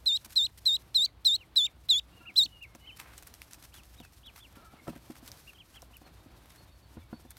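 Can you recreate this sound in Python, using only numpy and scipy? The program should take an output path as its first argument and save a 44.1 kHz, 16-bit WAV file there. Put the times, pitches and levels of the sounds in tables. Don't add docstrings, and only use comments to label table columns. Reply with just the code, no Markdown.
import sys
import numpy as np
from scipy import signal
from scipy.fft import rfft, irfft, next_fast_len
from scipy.io import wavfile
from scipy.ndimage import uniform_filter1d, map_coordinates

SR = 44100
rng = np.random.default_rng(int(sys.argv[2]) if len(sys.argv) > 2 else 0)


def transcribe(signal):
    frames = np.atleast_2d(signal).T
    limited = np.clip(frames, -1, 1)
    pcm = np.round(limited * 32767).astype(np.int16)
    wavfile.write(sys.argv[1], SR, pcm)


N = 325458
TOP_HZ = 15900


def amp(db):
    return 10 ** (np.asarray(db) / 20)


def unit(x):
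    return x / np.sqrt(np.mean(x ** 2) + 1e-20)


def curves(rows):
    times, *columns = np.transpose(rows)
    return [np.interp(np.arange(N) / SR, times, column) for column in columns]


def wobble(rate, size=N):
    return map_coordinates(rng.standard_normal(size=4096), [np.arange(size) * rate / SR])


def filtered(x, response):
    padded = next_fast_len(len(x) + 8192)
    return irfft(rfft(x, padded) * response(np.fft.rfftfreq(padded, 1 / SR)), padded)[:len(x)]


def noise(spectrum, size=N):
    points_hz, db = np.transpose(spectrum)
    white = rng.standard_normal((size // 8192 + 1) * 8192)
    return unit(filtered(white, lambda hz: amp(np.interp(np.log(hz + 1), np.log(points_hz), db))))[:size]


def tone(hz):
    return np.sqrt(2) * np.sin(2 * np.pi * (np.cumsum(hz) / SR + rng.random()))


def add(out, start, x):
    part = out[round(start * SR):][:len(x)]
    part += x[:len(part)]


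def fades(length, attack, release):
    u = np.linspace(0, 1, round(length * SR))
    return np.clip(np.minimum(u / attack, (1 - u) / release), 0, 1)


def chance_times(rate):
    slots = np.arange(0, N / SR - 1 / rate, 1 / rate)
    return zip(slots + rng.random(len(slots)) / rate, *rng.standard_normal((len(slots), 2)).T)


# (time [s], leaf hiss level [dB], air level [dB])
BED_LEVELS = [(0.0, -69.5, -68), (0.31, -64, -70), (0.49, -70.5, -69.5), (0.9, -68.5, -66.5),
              (1.03, -76, -70.5), (2.82, -69, -69), (3.14, -63.5, -66.5), (4.01, -67.5, -70),
              (4.79, -69, -66), (5.36, -62.5, -66), (5.61, -70, -68.5), (6.27, -68.5, -68),
              (7.03, -73, -68.5), (7.38, -69, -67.5)]
# (frequency [Hz], level [dB])
AIR_EQ = [(60, -27), (110, -8), (220, -9.5), (320, -7.5), (420, -13.5), (640, -12.5), (1100, -14.5),
          (1900, -20.5), (4300, -23.5), (6500, -45)]
RUMBLE_EQ = [(20, -33.5), (32, -15.5), (48, -9), (62, 4), (77, -8.5), (100, -4.5), (125, -11), (200, -20),
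             (300, -49.5)]
LEAF_EQ = [(880, -30), (1500, -5), (2610, -6.5), (5440, -3.5), (7240, -7), (8830, -5), (10200, -8.5),
           (11300, -3.5), (15100, -10.5), (16000, -20.5)]


def outdoor_bed():
    leaf_db, air_db = curves(BED_LEVELS)
    air = amp(air_db + 4.5 + 1.6 * wobble(16) + .8 * wobble(6)) * noise(AIR_EQ)
    rumble = amp(-59) * noise(RUMBLE_EQ)
    ticks = (rng.random(N) < 80 / SR) * amp(4 + 3.3 * rng.exponential(size=N))
    grain = 1 + .3 * signal.lfilter([1], [1, -.95], ticks)
    hiss = amp(leaf_db + 2.5 * wobble(50) + 1.2 * wobble(14)) * unit(grain * noise(LEAF_EQ))
    return air + rumble + hiss


# (time [s], leap length [s], flick delay [s], crest pitch [Hz], dip pitch [Hz],
# flick pitch [Hz], crest level [dB], shoulder level [dB])
LOUD_PEEPS = [(0.0593, 0.0065, 0.11, 4170, 3556, 4190, -21, -28),
              (0.3583, 0.0064, 0.1, 4200, 3535, 4270, -19, -27.5),
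              (0.656, 0.005, .1045, 4173, 3620, 4100, -19, -26.5),
              (0.9459, 0.0064, 0.11, 4234, 3560, 4654, -19.5, -24),
              (1.249, .0076, 0.11, 4210, 3532, 4366, -17.5, -25.5),
              (1.5596, .0064, 0.1, 4115, 3440, 3774, -17.5, -27),
              (1.8887, 0.0079, 0.1, 4140, 3330, 3812, -17.5, -27.5),
              (2.3576, 0.019, 0.088, 4197, 3603, 4500, -16, -26.5)]
# (2nd harmonic [dB], 3rd harmonic [dB], 4th harmonic [dB], side voice [dB], rasp [dB])
PEEP_TIMBRE = [(-30.5, -41, -49.5, -18, -14.5), (-22.5, -30, -43, -22.5, -29.5),
               (-20.5, -28.5, -35, -29.5, -32), (-21, -29.5, -36, -30.5, -32.5),
               (-16, -28.5, -36, -32, -33), (-18.5, -29, -49, -16.5, -21), (-20, -47, -51, -36, -26)]
# (frequency [Hz], level [dB])
THROAT_EQ = [(6000, 1), (8200, 0), (8800, -15.5), (10000, -5), (11500, 0.5), (13000, -5.5), (14500, -0.5)]
RASP_EQ = [(1500, -58.5), (2500, -21), (4400, -2.5), (5450, 4.5), (6200, -6), (8400, -7.5), (9300, -23.5),
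           (11500, -8), (16000, -7)]
PEEP_S, SLIDE_S, SHOULDER_S, TAIL_S = .1135, .043, .009, .0023
DROP_S_PER_HZ, SPENT_DB_PER_S = 4e-6, 904


def held_duckling():
    out = np.zeros(N)
    for start, leap, flick_delay, crest_hz, dip_hz, flick_hz, crest_db, shoulder_db in LOUD_PEEPS:
        crest, flick = start + leap, start + flick_delay
        slide, dip, shoulder = crest + SLIDE_S / 2, crest + SLIDE_S, flick - SHOULDER_S
        end = start + PEEP_S + (flick_hz - crest_hz) * DROP_S_PER_HZ
        end -= .44 * (PEEP_S - SHOULDER_S - flick_delay)
        t = np.arange(start, end + TAIL_S, 1 / SR)

        shoulder_hz = dip_hz + .47 * (flick_hz - dip_hz)
        bends = [(start, 3050), (start + .34 * leap, (.99 - 4.5 * leap) * crest_hz), (crest, crest_hz),
                 (slide, .38 * crest_hz + .622 * dip_hz), (dip, dip_hz),
                 ((dip + flick) / 2, .52 * dip_hz + .48 * shoulder_hz), (shoulder, shoulder_hz),
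                 (flick, 1.01 * flick_hz), (.6506 * flick + .3507 * end, .95 * flick_hz),
                 (end + TAIL_S, .77 * dip_hz - 420)]
        hz = uniform_filter1d(np.interp(t, *np.transpose(bends)), size=80)
        hz *= 1 + .0036 * wobble(350, len(t))

        dip_db = -24.9 + .35 * (crest_db + 18)
        flick_db = shoulder_db - 4.5 - SPENT_DB_PER_S * max(end - flick - .012, 0)
        envelope = [(start, -46), (start + .35 * leap, crest_db - 10), (crest, crest_db - 6),
                    (crest + .005, crest_db - 1), (crest + .013, crest_db), (slide, crest_db - 4),
                    (dip, dip_db), (flick - .006, shoulder_db), (flick - .002, flick_db),
                    (.4 * flick + .6 * end, flick_db), (end, -43), (end + TAIL_S, -66)]
        db = np.interp(t, *np.transpose(envelope)) + .6 * wobble(200, len(t))

        stages = [start, crest, slide, dip, shoulder, flick, end]
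        *overtones_db, side_db, rasp_db = (np.interp(t, stages, c) for c in np.transpose(PEEP_TIMBRE))
        phase = 2 * np.pi * np.cumsum(hz) / SR
        whistle = np.sin(phase)
        effort_db = .7 * (crest_db + 19.5)
        for k, overtone_db in enumerate(overtones_db, start=2):
            in_band = k * hz < TOP_HZ + 1000
            throat_db = np.interp(k * hz, *np.transpose(THROAT_EQ))
            flutter_db = 2.2 * wobble(50, len(t)) + 1.6 * wobble(500, len(t))
            whistle += in_band * amp(overtone_db + effort_db + throat_db + flutter_db) * np.sin(k * phase)

        side_hz = hz + 800 + 1.2 * np.clip(hz - 3650, 0, None) + 55 * wobble(410, len(t))
        side = amp(side_db + .7 + 4.2 * wobble(170, len(t))) * tone(side_hz)
        rasp_db += 2 + .6 * (crest_db + 19) + 2 * wobble(120, len(t))
        rasp = amp(rasp_db) * noise(RASP_EQ, len(t))
        add(out, start, amp(db) * (np.sqrt(2) * whistle + side + rasp))
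        tick = amp(-60 * (t - start) / .008) * noise(LEAF_EQ, len(t))
        add(out, start - .002, amp(crest_db - 12.5 - 1500 * leap) * tick)
    return out


# (time [s], rise [s], fall [s], crest pitch [Hz], end pitch [Hz], level [dB])
SOFT_PEEPS = [(0.098, 0.0028, 0.026, 3250, 1980, -51.5), (1.055, 0.012, 0.033, 2360, 1810, -63),
              (1.378, 0.015, 0.054, 3090, 1850, -55.5), (1.638, 0.0062, 0.042, 3030, 2004, -51),
              (1.91, 0.01, 0.049, 2810, 1870, -52), (2.254, 0.018, 0.04, 2820, 2000, -46.5),
              (2.609, 0.014, 0.035, 2850, 2070, -45), (2.86, 0.017, 0.041, 3084, 2220, -47.5),
              (3.718, .036, .062, 3510, 2200, -58), (3.959, .028, .048, 3830, 2520, -60),
              (4.03, .004, .045, 2650, 2500, -61), (4.23, .031, .024, 3860, 2820, -54.5),
              (4.249, .016, .04, 3430, 2180, -51), (4.392, .024, 0.061, 3530, 1960, -56.5),
              (5.465, 0.023, 0.023, 2890, 2220, -51), (5.545, 0.0058, .025, 3250, 2560, -61.5),
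              (5.575, 0.02, 0.033, 3314, 2240, -54), (5.74, 0.021, 0.03, 3350, 2430, -54.5),
              (5.93, 0.018, 0.026, 3050, 2280, -56.5)]
MEAN_RISE_HZ_PER_S = 40000


def nest_mates():
    out = np.zeros(N)
    for start, rise, fall, crest_hz, end_hz, db in SOFT_PEEPS:
        t = np.arange(0, rise + fall, 1 / SR)
        rising = MEAN_RISE_HZ_PER_S * rise * (1 - t / rise) ** 2
        falling = (crest_hz - end_hz) * (np.sin((t - rise) / fall) / np.sin(1)) ** 2
        hz = crest_hz - np.where(t < rise, rising, falling) + 40 * wobble(300, len(t))
        swell = np.abs(np.sin(np.pi * (t / (rise + fall)) ** 1.12)) ** .55
        add(out, start, amp(db - 2.2 + 2.7 * wobble(130, len(t))) * swell * tone(hz))
    return out


# (time [s], length [s], scrape level [dB], fizz level [dB])
LEAF_STROKES = [(0.244, .02, -63, -51), (0.296, 0.021, -62, -56), (0.321, .016, -67.5, -51),
                (0.573, .019, -66, -52), (1.832, .03, -70.5, -66), (2.96, .02, -67, -56),
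                (2.984, 0.049, -55, -56.5), (3.03, .14, -60, -77), (3.5, .065, -66.5, -58),
                (3.618, .05, -68, -59.5), (3.743, .06, -62, -57), (4.028, 0.035, -62, -60.5),
                (4.119, .03, -71, -64.5), (4.351, .063, -61, -57), (4.552, .02, -58, -62),
                (4.873, .038, -54, -57), (4.951, 0.012, -55.5, -60.5), (5.098, 0.035, -60.5, -59.5),
                (5.15, 0.024, -58, -61.5), (5.243, .055, -69, -61), (5.355, 0.105, -78, -65.5),
                (5.751, .03, -61.5, -66), (6.06, 0.022, -58.5, -66), (6.5, 0.11, -69, -66),
                (7.19, .035, -75, -62)]
# (frequency [Hz], level [dB])
SCRAPE_EQ = [(350, -34), (750, -2.5), (1500, -1.5), (2600, -5), (5000, -28.5)]


def leaf_brushes():
    leaf_db = curves(BED_LEVELS)[0]
    strays = [(start, .015, *(leaf_db[round(start * SR)] + 2 + 3 * np.array([a - 1.5, b])))
              for start, a, b in chance_times(rate=3.5)]
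    with_snaps = [(start - .004, .0164, db - 34.5, db - 26) for start, db, _ in LEAF_SNAPS]
    scrape, fizz = np.zeros(N), np.zeros(N)
    for start, length, scrape_db, fizz_db in LEAF_STROKES + strays + with_snaps:
        stroke = fades(length + .0052, attack=.15, release=.4)
        add(scrape, start, amp(scrape_db) * stroke)
        add(fizz, start, amp(fizz_db) * stroke)
    grit = unit(amp(3.6 * wobble(300)))
    return amp(1.1) * grit * (scrape * noise(SCRAPE_EQ) + fizz * noise(LEAF_EQ))


# (time [s], level [dB], knock gain above 400 Hz [dB])
BLOWS = [(2.205, -50, -5), (2.455, -48, -10.5), (2.75, -50, -0.5), (4.002, -44.5, -5), (4.57, -49, -6.5),
         (4.734, -51.5, 0.5), (4.87, -43.5, 3.5), (4.88, -27.5, -6.5), (4.896, -38, -9), (4.93, -50, 2),
         (4.96, -41.5, -6), (5.1, -38, -6.5), (5.227, -50, -8.5), (5.824, -57, 7), (6.015, -49.5, -2.5),
         (6.063, -58, 6), (6.26, -48.5, -6), (6.969, -39.5, -8), (7.128, -33.5, -6), (7.25, -46.5, -4)]
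# (frequency [Hz], level [dB], time to fall 60 dB [s])
BODY_MODES = [(160, 4, .11), (240, 1, .06), (305, -2, .065), (553, -1, 0.043), (698, 1.5, 0.035),
              (950, -2, 0.033), (1330, -6.5, 0.037), (1730, -10.5, .025)]
BOOM_DB = -12.5


def thumps():
    out, t = np.zeros(N), np.arange(SR // 5) / SR
    strays = [(start, -58 + 2 * a, 3 * b) for start, a, b in chance_times(rate=1.5)]
    attack = 1 - np.exp(-t / .0016)
    for start, db, knock_db in BLOWS + strays:
        ring = np.zeros(len(t))
        for hz, mode_db, t60 in BODY_MODES:
            struck_db = mode_db + (hz < 200) * BOOM_DB + (hz > 400) * knock_db + rng.normal(0, 2.5)
            detuned_hz = hz * (1 + rng.normal(0, .05))
            ring += amp(struck_db - 60 * t / t60) * np.sin(2 * np.pi * detuned_hz * t)
        add(out, start, amp(db + 1.46) * attack * ring)
    return out


# (time [s], length [s], pitch [Hz], level [dB])
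FAR_WHISTLES = [(2.11, .15, 2790, -65.5), (2.47, .15, 2884, -61), (2.66, .12, 2180, -67.5),
                (2.79, 0.17, 2960, -57), (2.8, 0.11, 2135, -64), (4.77, 0.065, 2195, -62),
                (6.35, .05, 3660, -72), (6.5, .05, 3680, -70), (6.573, 0.07, 4310, -66),
                (6.71, 0.076, 4430, -71), (7.01, .04, 2315, -66), (7.27, 0.068, 3540, -68)]
FAR_HONKS = [(2.199, 0.092, 331.5, -64), (4.547, 0.25, 332, -64.5)]
# (harmonic [number], level [dB])
HONK_TIMBRE = [(2, -11.5), (3, -11), (4, 1.5), (5, -8.5), (7, -12.5)]
TWITTER_FROM_S, TWITTER_STEP_S, TWITTER_NOTE_S = 6.02, .14, .06


def far_birds():
    out = np.zeros(N)
    twitter = []
    for k, start in enumerate(np.arange(TWITTER_FROM_S, N / SR, TWITTER_STEP_S)):
        hz = rng.normal(3630 if k % 2 else 4400, 90)
        twitter.append((rng.normal(start, .03), TWITTER_NOTE_S, hz, rng.normal(-73, 2)))
    honks = [(start, length, k * hz, db + harmonic_db)
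             for start, length, hz, db in FAR_HONKS for k, harmonic_db in HONK_TIMBRE]
    for start, length, hz, db in FAR_WHISTLES + twitter + honks:
        swell = fades(length, attack=.13, release=.26)
        level = amp(db - 3.5 + 4.5 * wobble(70, len(swell)))
        add(out, start, level * swell * tone(hz + 60 * wobble(110, len(swell))))
    return out


# (time [s], level [dB], brightest frequency [Hz])
LEAF_SNAPS = [(2.6276, -40, 2800), (2.7506, -36.5, 2580), (3.0003, -32, 2863), (3.1796, -32, 8200),
              (3.2254, -33.5, 1470), (3.2724, -31.5, 10910), (3.3403, -32, 6070), (3.4184, -31, 2440),
              (3.5336, -29, 5900), (3.7414, -37, 3450), (3.8349, -42, 2750), (4.0018, -35.5, 3260),
              (5.261, -39.5, 9100), (5.2782, -31.5, 5250), (5.3173, -32, 5340), (5.8201, -36, 5860),
              (5.9691, -37.5, 12000), (6.4582, -41.5, 1330), (7.3072, -30.5, 10300), (7.3694, -36, 1800)]
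SNAP_T60_S = .005


def leaf_snaps():
    out, t = np.zeros(N), np.arange(900) / SR
    for start, db, hz in LEAF_SNAPS:
        colour = [(hz / 8, -30), (hz / 1.8, -12), (hz, 0), (hz * 1.4, -10), (hz * 8, -16)]
        add(out, start, amp(db - 3.5 - 60 * t / SNAP_T60_S) * noise(colour, len(t)))
    return out


def footfall(start=6.972, db=-43.5, hz=95.6, t60=.27):
    out, t = np.zeros(N), np.arange(SR // 5) / SR
    envelope = amp(db - 60 * t / t60) * (1 - np.exp(-t / .0054))
    add(out, start, envelope * tone(hz + 25 * wobble(28, len(t))))
    return out


def echoes(x, t60):
    t = np.arange(SR // 3) / SR
    tail = amp(-60 * t / t60) * rng.standard_normal(len(t))
    return signal.fftconvolve(x, tail / np.linalg.norm(tail))[:N]


def scene():
    near, nest, far = held_duckling(), nest_mates(), far_birds()
    wet = amp(-29.5) * echoes(near, t60=.16)
    wet += amp(-11) * echoes(nest, t60=.095)
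    wet += amp(-5) * echoes(far, t60=.25)
    foley = leaf_brushes() + thumps() + leaf_snaps() + footfall()
    return (near + nest + far + wet + foley + outdoor_bed())[None]


def record(dry):
    return filtered(dry[0], lambda hz: hz < TOP_HZ)[None]


dry = scene()
out = record(dry)
transcribe(out)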